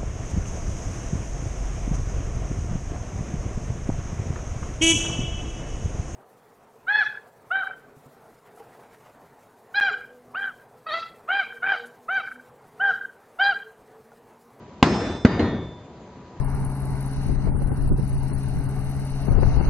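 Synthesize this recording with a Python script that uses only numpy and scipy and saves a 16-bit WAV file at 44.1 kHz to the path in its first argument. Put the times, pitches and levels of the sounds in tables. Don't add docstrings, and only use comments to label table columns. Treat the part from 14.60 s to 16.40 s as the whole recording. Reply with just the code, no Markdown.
import sys
import numpy as np
from scipy import signal
from scipy.io import wavfile

SR = 44100
rng = np.random.default_rng(int(sys.argv[2]) if len(sys.argv) > 2 else 0)


def to_linear_factor(level_db):
    exponent = np.asarray(level_db, float) / 20
    return 10 ** exponent


def file_out(sig):
    cols = np.atleast_2d(sig).T
    lim = np.clip(cols, -1, 1)
    pcm = np.round(lim * 32767).astype(np.int16)
    wavfile.write(sys.argv[1], SR, pcm)


N = 79380
T_S = np.arange(N) / SR
LEFT_RIGHT_HALF = np.array([[0.5], [-0.5]])


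def at_hz(points, hz):
    table_hz, value = np.array(points).T
    return np.interp(np.log(hz), np.log(table_hz), value)


def rms_one(x):
    return x / np.sqrt(np.mean(x ** 2) + 1e-20)


def drift(rate):
    r = np.exp(-80 * np.pi * rate / SR)
    noise = rng.standard_normal(N // 40 + 2002)
    slow = signal.lfilter([1], [1, -2 * r, r * r], noise)[2000:]
    return np.interp(np.arange(N) / 40, np.arange(len(slow)), rms_one(slow))


def ring(strike, hz, t60_s):
    r = to_linear_factor(-60 / (t60_s * SR))
    w = 2 * np.pi * hz / SR
    return signal.lfilter([0, np.sin(w)], [1, -2 * r * np.cos(w), r * r], strike + 1e-18)


def clicks(times_s, gains):
    out = np.zeros(np.shape(gains)[:-1] + (N,))
    out[..., (np.asarray(times_s) * SR).astype(int)] = gains
    return out


# (frequency [Hz], side over mid [dB])
SIDE_DB = [(60, -34), (100, -28.5), (180, -31), (310, -29.5), (530, -22), (910, -16), (1570, -8.5),
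           (2700, -3), (4650, -3), (8010, 3.5)]
# (frequency [Hz], left over right [dB])
PAN = [(60, 1.5), (100, 1.0), (180, 1.0), (310, 1), (530, 0.5), (910, 1), (1570, 0.5), (2700, 0.5),
       (4650, 0.5), (8010, -2.5)]


def bands(spectrum, patchy_db, shape):
    out = 0
    together = drift(14)
    edges_hz = 25 * 2 ** np.arange(0, 8.7, 1 / 3)
    white = rng.standard_normal((2, 2, N + SR // 4))
    for k, (low, high) in enumerate(zip(edges_hz, edges_hz[1:])):
        band = signal.butter(2, [low, high], "band", fs=SR, output="sos")
        mid, side = signal.sosfilt(band, white[k % 2])[:, -N:]
        hz = np.sqrt(low * high)
        flicker_db = patchy_db * (0.5 * together + drift(12))
        gain = to_linear_factor(at_hz(spectrum, hz) + flicker_db) * shape(hz)
        both = mid + to_linear_factor(at_hz(SIDE_DB, hz)) * side * [[1], [-1]]
        out = out + gain * both * to_linear_factor(at_hz(PAN, hz) * LEFT_RIGHT_HALF)
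    return out


# (frequency [Hz], density [dB per Hz])
TOWN = [(15, -48), (25, -4.5), (147, -1.5), (406, -6), (692, -12), (995, -15), (1400, -24), (6750, -39.5),
        (8200, -44), (10700, -84.5), (18000, -120)]
TOWN_DB, TOWN_PATCHY_DB = -42.5, 0.9
WHINE_HZ, WHINE_WANDER_HZ, WHINE_DB = 975, 1.9, -54


def town():
    whine_hz = WHINE_HZ + WHINE_WANDER_HZ * drift(8)
    whine = np.sin(2 * np.pi * np.cumsum(whine_hz) / SR) * to_linear_factor(2 * drift(12))
    hum = rms_one(bands(TOWN, TOWN_PATCHY_DB, lambda hz: 1))
    return to_linear_factor(TOWN_DB) * hum + to_linear_factor(WHINE_DB) * whine


# (time [s], thump [dB], knock [dB], deck roar [dB], roar tilt [dB per octave])
BLOWS = [
    (.2251, 4.5, 6.5, 4.5, 0.3),
    (0.6476, 8, -5, 6, -1.15),
    (.7925, 0, -5, 0.5, -2.15),
]
# (frequency [Hz], first blow [dB], later blows [dB], t60 [s])
THUMP = [(250, -1.7, 2, 0.045), (140, -32, -26, 0.042), (456.4, -22, -6, 0.11), (299, -4.5, -38, 0.1)]
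CONTACT_S, SWING_S, FIRST_BULGE = 0.0003, 0.0016, 0.14


def thump():
    s, thump_db = np.transpose(BLOWS)[:2]
    r = np.exp(-1 / (CONTACT_S * SR))
    out = 0
    for hz, first_db, later_db, t60_s in THUMP:
        gain = to_linear_factor(thump_db + [first_db, later_db, later_db])
        push = clicks(s, FIRST_BULGE * gain) - clicks(s + SWING_S, gain)
        soft_push = signal.lfilter([(1 - r) ** 2], [1, -2 * r, r * r], push)
        out = out + ring(soft_push, hz, t60_s)
    return out


# (frequency [Hz], first blow [dB], later blows [dB], t60 [s])
KNOCK = [(837, -1.5, -10.5, 0.042), (1032, -3, -16.5, 0.048), (1814, -15.5, -3, 0.027),
         (2079, -12.5, -7, 0.082), (2885, -1, -3.5, 0.014), (3447, -7, -15.5, 0.023),
         (4530, -20, -23, 0.025), (6200, -31.5, -19.5, 0.015)]
TIP_S, KNOCK_SWAY_DB = 0.0021, 0.95


def knock():
    s, _, knock_db = np.transpose(BLOWS)[:3]
    sway = to_linear_factor(rng.normal(0, KNOCK_SWAY_DB, (len(KNOCK), 2, 1)))
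    out = 0
    for gain, (hz, first_db, later_db, t60_s) in zip(sway, KNOCK):
        mode_db = np.array([first_db, later_db, later_db])
        strike = -clicks(s + TIP_S, to_linear_factor(knock_db + mode_db - 6))
        out = out + gain * ring(strike, hz, t60_s)
    return out


# (delay [s], level [dB])
ECHOES = [(.0047, -21), (.0098, -15), (.0125, -6)]


def impact():
    direct = thump() + knock()
    out = direct
    for k, (lag_s, db) in enumerate(ECHOES):
        echo = np.roll(direct, int(lag_s * SR), axis=1)
        out = out + to_linear_factor(db) * echo[::(-1) ** k]
    return out


# (frequency [Hz], density [dB per Hz])
ROAR = [(24, -46), (40, -9.5), (182, 1), (363, -1), (496, -7.5), (1260, -13.5), (5020, -31.5),
        (5370, -33.5), (8200, -45.5), (10700, -91.5), (18000, -120)]
# (frequency [Hz], t60 [s])
ROAR_T60 = [(60, 0.89), (200, 0.6), (600, 0.61), (1500, 0.53), (4000, 0.52), (8000, 0.55)]
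ROAR_DB, ROAR_PATCHY_DB = 14, 1.6
ROAR_RISE_S, ROAR_RISE_CYCLES = 0.002, 1


def deck():
    def shape(hz):
        power = np.zeros(N)
        rise_s = ROAR_RISE_S + ROAR_RISE_CYCLES / hz
        for s, _, _, db, tilt_db in BLOWS:
            t = np.maximum(T_S - s - SWING_S, 0)
            fall_db = 60 * t / at_hz(ROAR_T60, hz)
            level = to_linear_factor(db + tilt_db * np.log2(hz / 250) - fall_db)
            power += (level * (1 - np.exp(-t / rise_s))) ** 2
        return np.sqrt(power)
    return to_linear_factor(ROAR_DB) * bands(ROAR, ROAR_PATCHY_DB, shape)


TWIN_DB, TWIN_T60_SHARE, RING_SPREAD_DB = -1.5, 0.88, 4


def ringing(pitches_hz, modes):
    out = np.zeros((2, N))
    s = np.transpose(BLOWS)[0] + TIP_S
    for hz, (*blows_db, t60_s, beat_hz) in zip(pitches_hz, modes):
        strike = clicks(s, to_linear_factor(blows_db))
        lean_db = at_hz(PAN, hz) + RING_SPREAD_DB * rng.normal(0, 1, 2)
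        lean = to_linear_factor(lean_db * LEFT_RIGHT_HALF)
        main = ring(strike, hz, t60_s)
        twin = to_linear_factor(TWIN_DB) * ring(strike, hz + beat_hz, t60_s * TWIN_T60_SHARE)
        out += lean[:, :1] * main - lean[:, 1:] * twin
    return out


def damped(start_s, db_per_s):
    return to_linear_factor(-db_per_s * np.maximum(T_S - start_s, 0))


POSTS_HZ = [1798, 1895, 3666, 4186, 1486, 1357, 2126, 3370, 4560, 5264, 2658, 2837]
# (first blow [dB], second blow [dB], third touch [dB], t60 [s], beat [Hz])
POSTS = [(-48, -18, -22, 0.48, 3.6), (-42, -21.5, -21.5, .42, 4.4), (-46.5, -21.5, -25.5, 0.45, 3.2),
         (-38, -49, -20, 0.25, 2), (-36, -44, -44.5, 0.23, 2.2), (-45, -35.5, -46, 0.26, 4),
         (-40.5, -45, -44, 0.98, 3.7), (-41.5, -39, -30, 0.53, 3), (-45, -51.5, -65.5, 0.86, 2.6),
         (-25, -54, -64.5, .28, 2), (-50, -38, -54, 0.49, 4.8), (-49, -51, -62.5, 0.69, 3.5)]
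REST_S, REST_DB_PER_S = 0.87, 40


def bed():
    return (deck() + ringing(POSTS_HZ, POSTS)) * damped(REST_S, REST_DB_PER_S)


BAR_HZ = [1776, 3539, 5277, 7108, 7192, 7990, 6304, 5852, 4759, 3943, 3141, 2207, 6015, 6546]
# (first blow [dB], second blow [dB], third touch [dB], t60 [s], beat [Hz])
BAR = [(-30, -30, -40, 0.85, 7.8), (-23, -40, -32, 1, 0.54), (-19.5, -46, -60, 0.68, 3.5),
       (-37, -52, -71, 0.72, 3), (-42, -56.5, -70, 0.75, 22), (-20, -62, -71, 0.79, 19),
       (-34, -67, -73, 0.75, 4.2), (-36.5, -43, -70.5, 0.83, 2.2), (-37, -26, -56.5, 0.51, 4.8),
       (-31, -52.5, -53, 0.72, 1.1), (-33.5, -38, -48.5, .38, 4.4), (-40.5, -15, -53, 0.52, 1),
       (-44.5, -54.5, -71, 0.41, 4), (-49.5, -79, -81, 0.42, 4)]
FADE_S, FADE_DB_PER_S = 1.13, 42


def bar():
    return ringing(BAR_HZ, BAR) * damped(FADE_S, FADE_DB_PER_S)


# (time [s], frequency [Hz], level [dB])
BIRD = [
    (1.385, 6680, -95),
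    (1.405, 6850, -71),
    (1.44, 6800, -71),
    (1.462, 6350, -82),
    (1.475, 6400, -73),
    (1.49, 6250, -74),
    (1.5, 6200, -100),
]


def bird():
    s, hz, db = np.transpose(BIRD)
    level = to_linear_factor(np.interp(T_S, s, db, -200, -200) + 3)
    whistle = level * np.sin(2 * np.pi * np.cumsum(np.interp(T_S, s, hz)) / SR)
    return whistle * to_linear_factor(3 * LEFT_RIGHT_HALF)


def scene():
    return town() + impact() + bed() + bar() + bird()


def roll_off(x):
    return signal.sosfilt(signal.butter(12, 8610, fs=SR, output="sos"), x)


NOTCH_HZ, NOTCH_WIDTH_HZ, CUT_HZ, LOW_CUT_HZ = 5570, 370, 7370, 65.6
CEILING_DB, SENSE_S, ATTACK_S, RELEASE_DB_PER_S = -16, 0.0029, 0.0057, 65.5


def record(dry):
    b, a = signal.iirpeak(NOTCH_HZ, NOTCH_HZ / NOTCH_WIDTH_HZ, fs=SR)
    x = dry - signal.lfilter(b, a, dry)
    x = signal.sosfilt(signal.cheby1(8, 1, CUT_HZ, fs=SR, output="sos"), x)

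    r = np.exp(-1 / (SENSE_S * SR))
    power = signal.lfilter([1 - r], [1, -r], np.mean(x ** 2, axis=0))
    over_db = np.maximum(10 * np.log10(power + 1e-12) - CEILING_DB, 0)
    climb_db = RELEASE_DB_PER_S * T_S
    duck_db = np.maximum.accumulate(over_db + climb_db) - climb_db
    r = np.exp(-1 / (ATTACK_S * SR))
    x = x * to_linear_factor(-signal.lfilter([1 - r], [1, -r], duck_db))

    x = signal.sosfilt(signal.butter(3, LOW_CUT_HZ, "high", fs=SR, output="sos"), x)
    return roll_off(np.clip(x, -1, 1))


dry = scene()
out = record(dry)
file_out(out)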